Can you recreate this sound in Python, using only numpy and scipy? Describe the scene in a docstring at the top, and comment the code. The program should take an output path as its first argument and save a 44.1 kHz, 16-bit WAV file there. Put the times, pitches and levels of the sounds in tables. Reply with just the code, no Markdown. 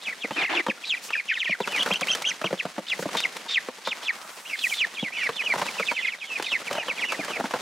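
"""Young chickens in a plastic bin

Outdoors on grass, a close stereo microphone follows the bin as it is carried and tipped out. Peeps,
cheeps and chirps are falling whistles from the syrinx; some birds warble and screech as they flap.
Feet and wings knock on the thin walls, claws tick and skid, and feathers and grass rustle."""
import sys
import numpy as np
from scipy import signal
from scipy.fft import rfft, irfft
from scipy.io import wavfile
from scipy.ndimage import uniform_filter1d, minimum_filter1d

SR = 44100
rng = np.random.default_rng(int(sys.argv[2]) if len(sys.argv) > 2 else 0)


def generate_wav(sig):
    """Save sig (samples, or channels by samples) to the path in sys.argv[1] as 16-bit PCM at SR."""
    pcm = np.round(np.clip(np.atleast_2d(sig).T, -1, 1) * 32767).astype(np.int16)
    wavfile.write(sys.argv[1], SR, pcm)


N = 335601
TIME = np.arange(N) / SR
LEFT_RIGHT = np.array([[1], [-1]])

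# Event levels are relative within each table; a call's pitch is the one it falls from.
# flurries of flapping and dragging: (middle [s], half width [s], level [dB])
FLURRIES = [(1.83, 0.1, -39.5), (2.13, 0.1, -41), (3.2, 0.14, -41.5), (5.602, 0.095, -36),
            (6.8, 0.98, -46.5), (7.44, 0.26, -40.5)]
# lulls, the birds standing still: (middle [s], half width [s], level change [dB])
LULLS = [(1.27, 0.098, -9), (6.17, 0.18, -9.5)]
# spectra of feet, feathers, a blow's crack and scraped plastic: (frequency [Hz], level [dB])
SCUFF_SPECTRUM = [(40, 2), (100, -14), (200, 3), (330, 0), (520, 4), (1200, 1), (2500, -12), (5000, -39)]
RUSTLE_SPECTRUM = [(100, -14.5), (2000, 2.5), (6000, -4), (10000, -11.5), (15500, -24)]
CRACK_SPECTRUM = [(150, -13), (1700, 8.5), (3500, 1.5), (7000, -9.5), (15000, -22)]
SCRAPE_SPECTRUM = [(70, -37), (330, -7), (1200, -5.5), (2400, -0.5), (4500, -18.5), (7000, -26.5),
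                   (15000, -45)]
# sharp peeps: (start of fall [s], nominal fall length [s], pitch [Hz], level [dB])
PEEPS = [(0.046, 0.048, 3600, -30.5), (0.217, 0.043, 3380, -30.5), (0.415, 0.045, 3510, -26.5),
         (0.456, 0.04, 2920, -32.5), (0.552, 0.058, 3440, -25), (0.695, 0.022, 3050, -26),
         (0.82, 0.035, 3600, -37.5), (0.894, 0.053, 3705, -24.5), (0.951, 0.037, 3670, -38.5),
         (1.345, 0.041, 3010, -30.5), (1.396, 0.039, 3520, -26.5), (1.51, 0.042, 2856, -26),
         (1.615, 0.046, 3670, -35.5), (2.017, 0.026, 3510, -28), (2.591, 0.022, 3365, -26.5),
         (2.901, 0.035, 3440, -25), (3.225, 0.032, 3606, -23), (3.545, 0.037, 3375, -20.5),
         (3.908, 0.025, 3530, -28), (4.069, 0.038, 3424, -24), (4.618, 0.05, 3500, -23.5),
         (4.793, 0.053, 3410, -22.5), (5.37, 0.056, 3510, -29), (5.655, 0.042, 3600, -33.5),
         (6.002, 0.057, 3420, -28.5), (6.062, 0.041, 3300, -32.5), (6.099, 0.058, 3220, -35.5),
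         (6.434, 0.062, 3390, -34), (6.502, 0.059, 3520, -24), (6.66, 0.036, 3300, -33),
         (6.88, 0.048, 3280, -29), (6.966, 0.042, 3070, -33.5), (7.01, 0.038, 3235, -26.5),
         (7.19, 0.057, 2670, -35)]
# slow cheeps: (start of fall [s], fall length [s], pitch [Hz], level [dB], voice split [0-1])
CHEEPS = [(0.083, 0.054, 2800, -33, 0), (0.351, 0.08, 3214, -27, 0), (1.131, 0.08, 3176, -29, 0.2),
          (1.463, 0.065, 3070, -29.5, 0.1), (1.715, 0.074, 3074, -26.5, 0.37),
          (4.489, 0.072, 2925, -30.5, 0.9), (5.194, 0.085, 3010, -26.5, 0.67),
          (5.16, 0.075, 2626, -30.5, 0.8), (5.453, 0.08, 3060, -23, 0.1), (5.77, 0.069, 3064, -30, 0.4),
          (6.015, 0.081, 3190, -29.5, 0.3), (6.267, 0.12, 3327, -32, 0.4), (6.768, 0.068, 3166, -32, 0.74),
          (7.075, 0.078, 2990, -31, 0.5), (7.312, 0.067, 3097, -32.5, 0.76)]
# hooked chirps: (start of fall [s], nominal fall length [s], pitch [Hz], level [dB])
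CHIRPS = [(1.131, 0.041, 2744, -25.5), (1.284, 0.04, 3110, -28.5), (1.3, 0.037, 2600, -26),
          (1.303, 0.042, 3262, -30), (1.449, 0.041, 3200, -27.5), (4.692, 0.055, 3564, -28.5),
          (4.948, 0.06, 3740, -35.5), (5.025, 0.068, 3325, -31.5), (5.865, 0.057, 3634, -26),
          (5.95, 0.075, 3190, -29.5), (6.193, 0.062, 3760, -36.5)]
# the tune of each kind of call: (time from start of fall [fall lengths], pitch [ratio])
PEEP_TUNE = [(-.8, .82), (-.55, 1.06), (-.15, 1.04), (0, 1), (.5, .745), (1.28, 0.45)]
CHEEP_TUNE = [(-.55, .74), (-.35, 0.97), (0, 1), (.27, .83), (.82, .735), (1, 0.569)]
CHIRP_TUNE = [(-.2, 1), (0, 1), (.4, .7), (.7, .6), (1, 0.58)]
# wall echoes on these calls, growing as the bin is lowered: (time [s], strength [ratio])
ECHO_STRENGTH = [(4.8, 0.42), (5.9, 0.76)]
# modes of the bin, a row each for floor, walls and rim: (nominal frequencies [Hz])
BIN_MODES = [
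    [180.7, 219, 267, 342],
    [472, 538, 579, 690, 885],
    [885, 1120, 1245, 1536],
]
# blows on the bin, soft for a boom, hard for a clack: (time [s], level [dB], hardness [dB])
KNOCKS = [(0.245, -37.5, -6), (0.308, -36, -3.5), (0.665, -34.5, 3), (0.684, -31, -9), (1.105, -41, 12),
          (1.492, -40, -8), (1.603, -32.5, -3), (1.675, -35, 5), (1.861, -33.5, 7.5), (1.907, -29.5, -0.5),
          (2.016, -35.5, -1), (2.415, -36, 3), (2.443, -31.5, -3), (2.507, -39, -2), (2.528, -30.5, -5),
          (2.653, -34.5, -3.5), (2.78, -33.5, -5.5), (2.992, -36.5, -2.5), (3.025, -36, 1),
          (3.056, -34, -8), (3.151, -33, 1.5), (3.686, -38, -1.5), (3.873, -34, 4.5), (5.027, -34.5, -14.5),
          (5.291, -33.5, 3.5), (5.538, -35, 1), (5.557, -36.5, 2), (5.618, -31.5, 4), (5.797, -32, 3),
          (5.915, -36, 4), (6.398, -37, 4), (6.711, -34.5, 1.5), (6.751, -37.5, 2), (6.883, -37.5, 5.5),
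          (7.122, -36.5, 7), (7.191, -36.5, -10), (7.399, -34.5, -2.5), (7.441, -33, -7),
          (7.538, -31.5, 0.5)]
# plastic scraping: (time [s], length [s], level [dB])
SCRAPES = [(0.358, 0.0966, -30), (0.489, 0.125, -29)]
# feathers, cloth and grass brushing: (time [s], length [s], level [dB], band centre [Hz])
SWISHES = [(1.007, 0.1, -40.5, 6400), (2.973, 0.08, -40.5, 6840), (3.749, 0.87, -48, 1270),
           (4.0, 0.9, -50.5, 8000), (4.55, 0.28, -39.5, 7140), (5.479, 0.61, -44.5, 4860)]
# claws and quills on the plastic: (time [s], level [dB])
TICKS = [(1.673, -26.5), (1.721, -23.5), (1.762, -19.5), (1.783, -30), (1.83, -20), (1.936, -19),
         (2.01, -18), (2.071, -22), (2.15, -16), (2.221, -19), (3.17, -17.5), (3.203, -18), (3.367, -22),
         (6.4244, -19.5), (6.7296, -20), (7.12, -21), (7.247, -22.5)]
# wavering cries: (level [dB], overtone rise under strain [dB], course of (time [s], pitch [Hz]))
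WARBLES = [(-24, -4, [(1.778, 3160), (1.79, 2670), (1.805, 3510), (1.82, 2770), (1.836, 3590)]),
           (-25, 0, [(1.908, 2060), (1.927, 3330), (1.945, 2610), (1.96, 3030), (1.975, 2850)]),
           (-22.5, 18, [(2.076, 1950), (2.092, 3140), (2.11, 3350), (2.118, 2520), (2.128, 3070),
           (2.146, 3100)]), (-25, 16.5, [(2.241, 2030), (2.262, 3300), (2.28, 2900), (2.291, 3170),
           (2.303, 2790), (2.323, 1780)]), (-29, 0, [(2.436, 2120), (2.458, 3340), (2.479, 2060)]),
           (-34, -2, [(4.985, 3070), (5.003, 3430), (5.03, 3130)])]
# hoarse openings of calls: (time [s], length [s], level [dB])
SCREECHES = [(3.165, 0.041, -28), (3.478, 0.063, -31.5), (3.843, 0.061, -35)]
# birds sliding down the tipped bin: (time [s], length [s], level [dB], wall resonance [Hz])
SKIDS = [(6.72, 0.16, -36, 750), (7.355, 0.065, -32.5, 606), (7.52, 0.067, -33, 680)]


def amp(db):
    """Decibels to amplitude."""
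    return 10 ** (np.asarray(db) / 20)


def unit_rms(x):
    """Scales a signal to rms 1."""
    return x / np.sqrt(np.mean(x ** 2) + 1e-20)


def add(mix, start, sound):
    """Lays a sound into the mix at a time in seconds."""
    part = mix[..., max(round(start * SR), 0):][..., :sound.shape[-1]]
    part += sound[..., :part.shape[-1]]


def low_cut(x, hz, order):
    """Rolls off the bass."""
    return signal.sosfilt(signal.butter(order, hz, "high", fs=SR, output="sos"), x)


def colour(x, spectrum):
    """Filters by a spectrum drawn on a log-frequency axis; rms 1."""
    hz, db = np.transpose(spectrum)
    f = np.fft.rfftfreq(x.shape[-1], 1 / SR)
    gain = amp(np.interp(np.log(f + 1), np.log(hz), db))
    return unit_rms(irfft(rfft(x) * gain, x.shape[-1]))


def wander(n, hz):
    """Smooth random motion up to about the given rate; rms near 1."""
    noise = rng.standard_normal(n + SR // 10)
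    f = np.fft.rfftfreq(len(noise), 1 / SR)
    return unit_rms(irfft(rfft(noise) * np.exp(-(f / hz) ** 2)))[:n]


def grains(n, per_s, spread_db=0):
    """Sparse clicks of uneven size; rms 1."""
    size = amp(spread_db * np.minimum(rng.exponential(size=n), 4))
    return unit_rms(size * rng.standard_normal(n) * (rng.random(n) < per_s / SR))


def stereo_noise(draw, spectrum, side):
    """Two coloured draws of noise: one in the middle, one as the side signal."""
    return colour(draw(), spectrum) + side * colour(draw(), spectrum) * LEFT_RIGHT


def commotion_db(rest_db=-54):
    """Level of the scuffing: a quiet shuffle that swells in flurries and sinks in lulls."""
    flurries = sum(amp(db) ** 2 * np.exp(-((TIME - mid) / width) ** 2) for mid, width, db in FLURRIES)
    lulls_db = sum(db * np.exp(-((TIME - mid) / width) ** 2) for mid, width, db in LULLS)
    return 10 * np.log10(amp(rest_db) ** 2 + flurries) + lulls_db


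def bustle(rustle_db=-19, rustle_follows=0.49):
    """Shuffling feet excite the bin in clumps; feathers and grass crackle above, swelling less."""
    effort_db = commotion_db()
    clumps = wander(N, 28.4)
    feet = stereo_noise(lambda: grains(N, per_s=2500, spread_db=2) + 0.31 * rng.standard_normal(N),
                        SCUFF_SPECTRUM, side=0.058)
    feathers = stereo_noise(lambda: grains(N, per_s=1300) + rng.standard_normal(N),
                            RUSTLE_SPECTRUM, side=0.42)
    feathers_db = rustle_db + rustle_follows * effort_db + 1.96 * clumps
    return feet * amp(effort_db + 3.5 * clumps) + feathers * amp(feathers_db)


def syrinx(hz, overtone_db, jitter=0.017, waver=0.0114, beak_hz=5800, beak_lift=0.73):
    """A nearly pure, unsteady whistle; a resonance of the open beak lifts its overtone."""
    n = len(hz)
    phase = 2 * np.pi * np.cumsum(hz * (1 + jitter * wander(n, 530) + waver * wander(n, 48.2))) / SR
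    overtone = amp(overtone_db) * (1 + beak_lift / (1 + ((2 * hz - beak_hz) / 350) ** 2))
    harmonics = np.sin(2 * phase) + 0.11 * np.sin(3 * phase)
    return (np.sin(phase) + overtone * harmonics) / np.hypot(1, overtone)


def wall_echoes(x, strength, side=0.31):
    """Six echoes off the bin's walls notch the sound, differently left and right."""
    heard = np.array([np.pad(x, (0, SR // 40))] * 2)
    for delay in rng.uniform(.0006, 0.011, 6):
        reflection = rng.normal() + side * rng.normal() * LEFT_RIGHT
        add(heard, delay, strength * np.exp(-delay / 0.0052) * reflection * x)
    return heard * np.linalg.norm(x) / np.linalg.norm(heard.mean(0))


def call(start, length, pitch_hz, db, tune, reach, lead_db, rasp, lock_hz, throat_hz, throat_width_hz,
         split=0.12, twin_db=-8, jump_db=7.5, overtone_db=-24, rattle=0.68, flutter_db=3):
    """A hoarse lead-in, then a falling whistle: two-voiced, then purer and louder, then breaking up."""
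    tune_times, tune_ratios = np.transpose(tune)
    lead = -tune_times[0] * length
    t = np.arange(-lead, reach * length + 0.003, 1 / SR)
    n = len(t)
    opening = np.sqrt(np.maximum(-t / lead, 0))
    breaking = np.clip(t / (reach * length), 0, 1) ** 8
    glide = uniform_filter1d(np.interp(t / length, tune_times, tune_ratios), size=250, mode="nearest")
    hz = pitch_hz * glide * (1 + .016 * wander(n, 110))
    fade = np.clip(np.minimum(t - t[0], t[-1] - t) / 0.0054, 0, 1)
    effort = amp(lead_db * opening + flutter_db * wander(n, 110)) * fade
    # the two sides of the syrinx lock together once the pitch has dropped, unless the voice stays split
    locked = np.clip((lock_hz - hz) / 120, 0, 1) * np.clip(t / 0.0019, 0, 1)
    purity = locked * (1 - split)
    twin = syrinx(hz * rng.uniform(1.09, 1.17), overtone_db=-15.5)
    twin *= amp(twin_db) * (1 - locked + 2 * split * locked)
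    voice = syrinx(hz, overtone_db + 7 * breaking, jitter=0.012) * amp(jump_db * purity)
    voice *= 1 + rattle * breaking * wander(n, 400)
    breath = (.27 - .19 * purity) * wander(n, 900)
    husk = 1 + breath + rasp * opening * wander(n, 2100)
    voice = (voice + twin) * effort * husk / np.hypot(1, (hz - throat_hz) / throat_width_hz)
    voice *= amp(db) / np.std(voice[t > 0])
    return start - lead, wall_echoes(voice, strength=np.interp(start, *np.transpose(ECHO_STRENGTH)))


def peep(start, length, pitch_hz, db, unhurried_db=-29):
    """A raspy opening and a steep fall; an urgent peep opens longer and harsher and falls further."""
    urgency_db = db - unhurried_db
    lead_stretch = np.exp(.06 * urgency_db)
    tune = [(when * lead_stretch if when < 0 else when, ratio) for when, ratio in PEEP_TUNE]
    return call(start, length, pitch_hz, db, tune, reach=1 + .015 * urgency_db, lead_db=-12.5,
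                rasp=0.83 * amp(0.7 * urgency_db), lock_hz=2837, throat_hz=2680, throat_width_hz=880)


def cheep(start, length, pitch_hz, db, split, trim_db=-0.5):
    """A plaintive whistle that arches up, sinks to a shelf and drops off at the end."""
    return call(start, length, pitch_hz, db + trim_db, CHEEP_TUNE, reach=1, lead_db=-5.5,
                rasp=0.11, lock_hz=2870, throat_hz=2250, throat_width_hz=440, split=split)


def clatter(above_db=-1, spread_db=3, hardness_db=6, count=70):
    """Rows of knocks for the lighter steps and bumps, as strong as the commotion of the moment."""
    place, size, hardness = rng.uniform(-1, 1, (count, 3)).T
    starts = (np.arange(count) + (place + 1) / 2) / count * TIME[-1]
    levels_db = np.interp(starts, TIME, commotion_db()) + above_db + spread_db * size
    return list(zip(starts, levels_db, hardness_db + 4 * hardness))


def knock(start, db, hardness_db, t60_at_200_hz=0.043, damping=0.79, crack_db=-2.5, trim_db=35.5):
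    """A foot lands and scuffs; the thin plastic rings briefly, its high modes dying first."""
    t = np.arange(SR // 6) / SR
    contact = grains(len(t), per_s=1500) * np.exp(-t / 0.0075) * 0.1
    contact[0] += 1
    shares = amp([-8 - hardness_db, 0, -3.5 + hardness_db])  # floor, walls, rim
    shares /= np.linalg.norm(shares)
    body = 0
    for modes, share in zip(BIN_MODES, shares):
        ring = sum(rng.normal() * np.sin(2 * np.pi * hz * rng.uniform(0.96, 1.101) * t)
                   * amp(-60 * t / (t60_at_200_hz * (200 / hz) ** damping)) for hz in modes)
        attack = 1 - np.exp(-2 * modes[0] * t)
        ring = signal.fftconvolve(ring * attack, contact)[:len(t)]
        body = body + share * ring / np.linalg.norm(ring)
    crack = stereo_noise(lambda: rng.standard_normal(len(t)), CRACK_SPECTRUM, side=0.12)
    crack *= np.exp(-t / 0.0077)
    crack *= shares[2] * amp(crack_db) / np.linalg.norm(crack[0])
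    body = wall_echoes(body, strength=0.079, side=1)[:, :len(t)]
    return start, amp(db + trim_db) * (body + crack)


def scrape(start, length, db, groan_hz=345, groan_db=-9.5, groan_waver=0.062, hollow_db=-6):
    """Plastic sticks and slips in a dense rasp, and one wall groans and rings hollowly along."""
    n = int(length * SR)
    rasp = stereo_noise(lambda: grains(n, per_s=4000, spread_db=0.5), SCRAPE_SPECTRUM, side=0.58)
    cycles = np.cumsum(groan_hz * (1 + groan_waver * wander(n, 46))) / SR
    groan = amp(groan_db) * np.sin(2 * np.pi * cycles) * (1 + 0.95 * wander(n, 64))
    _, hollow = skid(start, length, hollow_db, 2 * groan_hz)
    return start, amp(db) * (rasp + groan + hollow) * signal.windows.tukey(n, .15)


def swish(start, length, db, centre_hz):
    """Feathers, cloth or grass rub in a soft swell; the brighter, the wider its band."""
    n = int(length * SR)
    spread = 1 + np.sqrt(centre_hz / 3500)
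    band = [(centre_hz * spread ** step, band_db)
            for step, band_db in [(-4, -60), (-1, -6), (0, 0), (1, -15), (2, -34)]]
    swell = amp(db) * signal.windows.tukey(n, .8) * amp(wander(n, 25))
    return start, swell * stereo_noise(lambda: rng.standard_normal(n), band, side=0.35)


def chirp(start, length, pitch_hz, db):
    """A whistle that starts at the top, plunges and levels out in a low hook."""
    return call(start, length, pitch_hz, db, CHIRP_TUNE, reach=0.91, lead_db=-4.5,
                rasp=0.17, lock_hz=2730, throat_hz=2590, throat_width_hz=650)


def tick(start, db, trim_db=-5, decay_s=0.0056):
    """A claw or wing quill flicks the plastic, dry and bright."""
    t = np.arange(SR // 20) / SR
    flick = stereo_noise(lambda: rng.standard_normal(len(t)), RUSTLE_SPECTRUM, side=0.12)
    return start, amp(db + trim_db) * np.exp(-t / decay_s) * flick


def warble(db, strain_db, course, flutter_db=4, overtone_db=-28, rasp=0.21):
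    """A cry that swings in pitch and cracks into half-pitch lines late on; strain turns it shrill."""
    times, pitches = np.transpose(course)
    t = np.arange(times[0], times[-1], 1 / SR)
    n = len(t)
    hz = uniform_filter1d(np.interp(t, times, pitches), size=300, mode="nearest")
    late = np.sin(np.pi * (np.arange(n) / n) ** 2) ** 2
    undertone = 0.18 * late * syrinx(hz / 2, overtone_db)
    voice = syrinx(hz, overtone_db + strain_db * late, beak_lift=3.4)
    voice = voice * (1 + undertone + rasp * wander(n, 900)) + undertone
    voice *= amp(flutter_db * wander(n, 150)) * signal.windows.tukey(n, .1)
    return times[0], wall_echoes(amp(db) * unit_rms(voice), strength=0.38)


def screech(start, length, db, pitch_hz=3620, roughness=0.98):
    """The syrinx shakes chaotically and throws sidebands around its top note."""
    n = int(length * SR)
    voice = syrinx(np.full(n, pitch_hz), overtone_db=-23) * (1 + roughness * wander(n, 2300))
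    return start, wall_echoes(amp(db) * unit_rms(voice * signal.windows.tukey(n, .4)), strength=0.54)


def resonate(x, hz, width_hz):
    """A resonance that follows the curve hz; rms 1."""
    carrier = np.exp(2j * np.pi * np.cumsum(hz) / SR)
    pole = np.exp(-np.pi * width_hz / SR)
    return unit_rms((carrier * signal.lfilter([1], np.poly([pole, pole]), x / carrier)).real)


def skid(start, length, db, wall_hz, width_hz=330, flex=0.18, upper_db=-7):
    """Claws slip in jerks down a hollow wall, whose two main resonances shift as it flexes."""
    n = int(length * SR)
    slips = grains(n, per_s=1500) * amp(6 * wander(n, 50))
    hz = wall_hz * (1 + flex * wander(n, 27))
    hollow = resonate(slips, hz, width_hz) + amp(upper_db) * resonate(slips, 2 * hz, 2 * width_hz)
    return start, amp(db) * hollow * signal.windows.tukey(n, .2)


def yard(x, wet_db=-21, t60=0.34):
    """A faint, short scatter comes back from the fence and the ground."""
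    t = np.arange(SR // 3) / SR
    tail = rng.standard_normal((2, len(t))) * amp(-60 * t / t60) * (t > .006)
    tail += tail.mean(0)
    return x + amp(wet_db) * signal.fftconvolve(x, tail / np.linalg.norm(tail[0]), axes=1)[:, :N]


def scene():
    """The bin at close range; the birds drift to the right as it is lowered and tipped."""
    birds, plastic = np.zeros((2, 2, N))
    for mix, source, table in (
            (birds, peep, PEEPS), (birds, chirp, CHIRPS), (birds, cheep, CHEEPS),
            (birds, warble, WARBLES), (birds, screech, SCREECHES),
            (plastic, knock, KNOCKS), (plastic, knock, clatter()), (plastic, tick, TICKS),
            (plastic, scrape, SCRAPES), (plastic, skid, SKIDS), (plastic, swish, SWISHES)):
        for row in table:
            add(mix, *source(*row))
    birds = low_cut(birds, hz=1200, order=4)  # small throats carry no bass
    pan_db = np.interp(TIME, [3.5, 5.2], [-.2, -2.8])
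    return yard(birds * amp(LEFT_RIGHT * pan_db / 2) + plastic) + bustle()


def limit(x, ceiling_db):
    """A fast limiter rounds off the loudest peaks."""
    peak = -minimum_filter1d(-abs(x).max(0), size=100)
    gain = (1 + (peak / amp(ceiling_db)) ** 6) ** (-1 / 6)
    return x * uniform_filter1d(gain, size=100)


def record(dry, top_hz=15850):
    """Two closely spaced microphone ports share the bass; then low cut, limiter and band limit."""
    side = low_cut((dry[0] - dry[1]) / 2, hz=450, order=1)
    ports = low_cut(dry.mean(0) + side * LEFT_RIGHT, hz=125, order=3)
    band_limit = signal.firwin(511, top_hz, window=("kaiser", 9), fs=SR)
    return signal.oaconvolve(limit(ports, ceiling_db=-12.5), band_limit[None], "same")


dry = scene()
out = record(dry)
generate_wav(out)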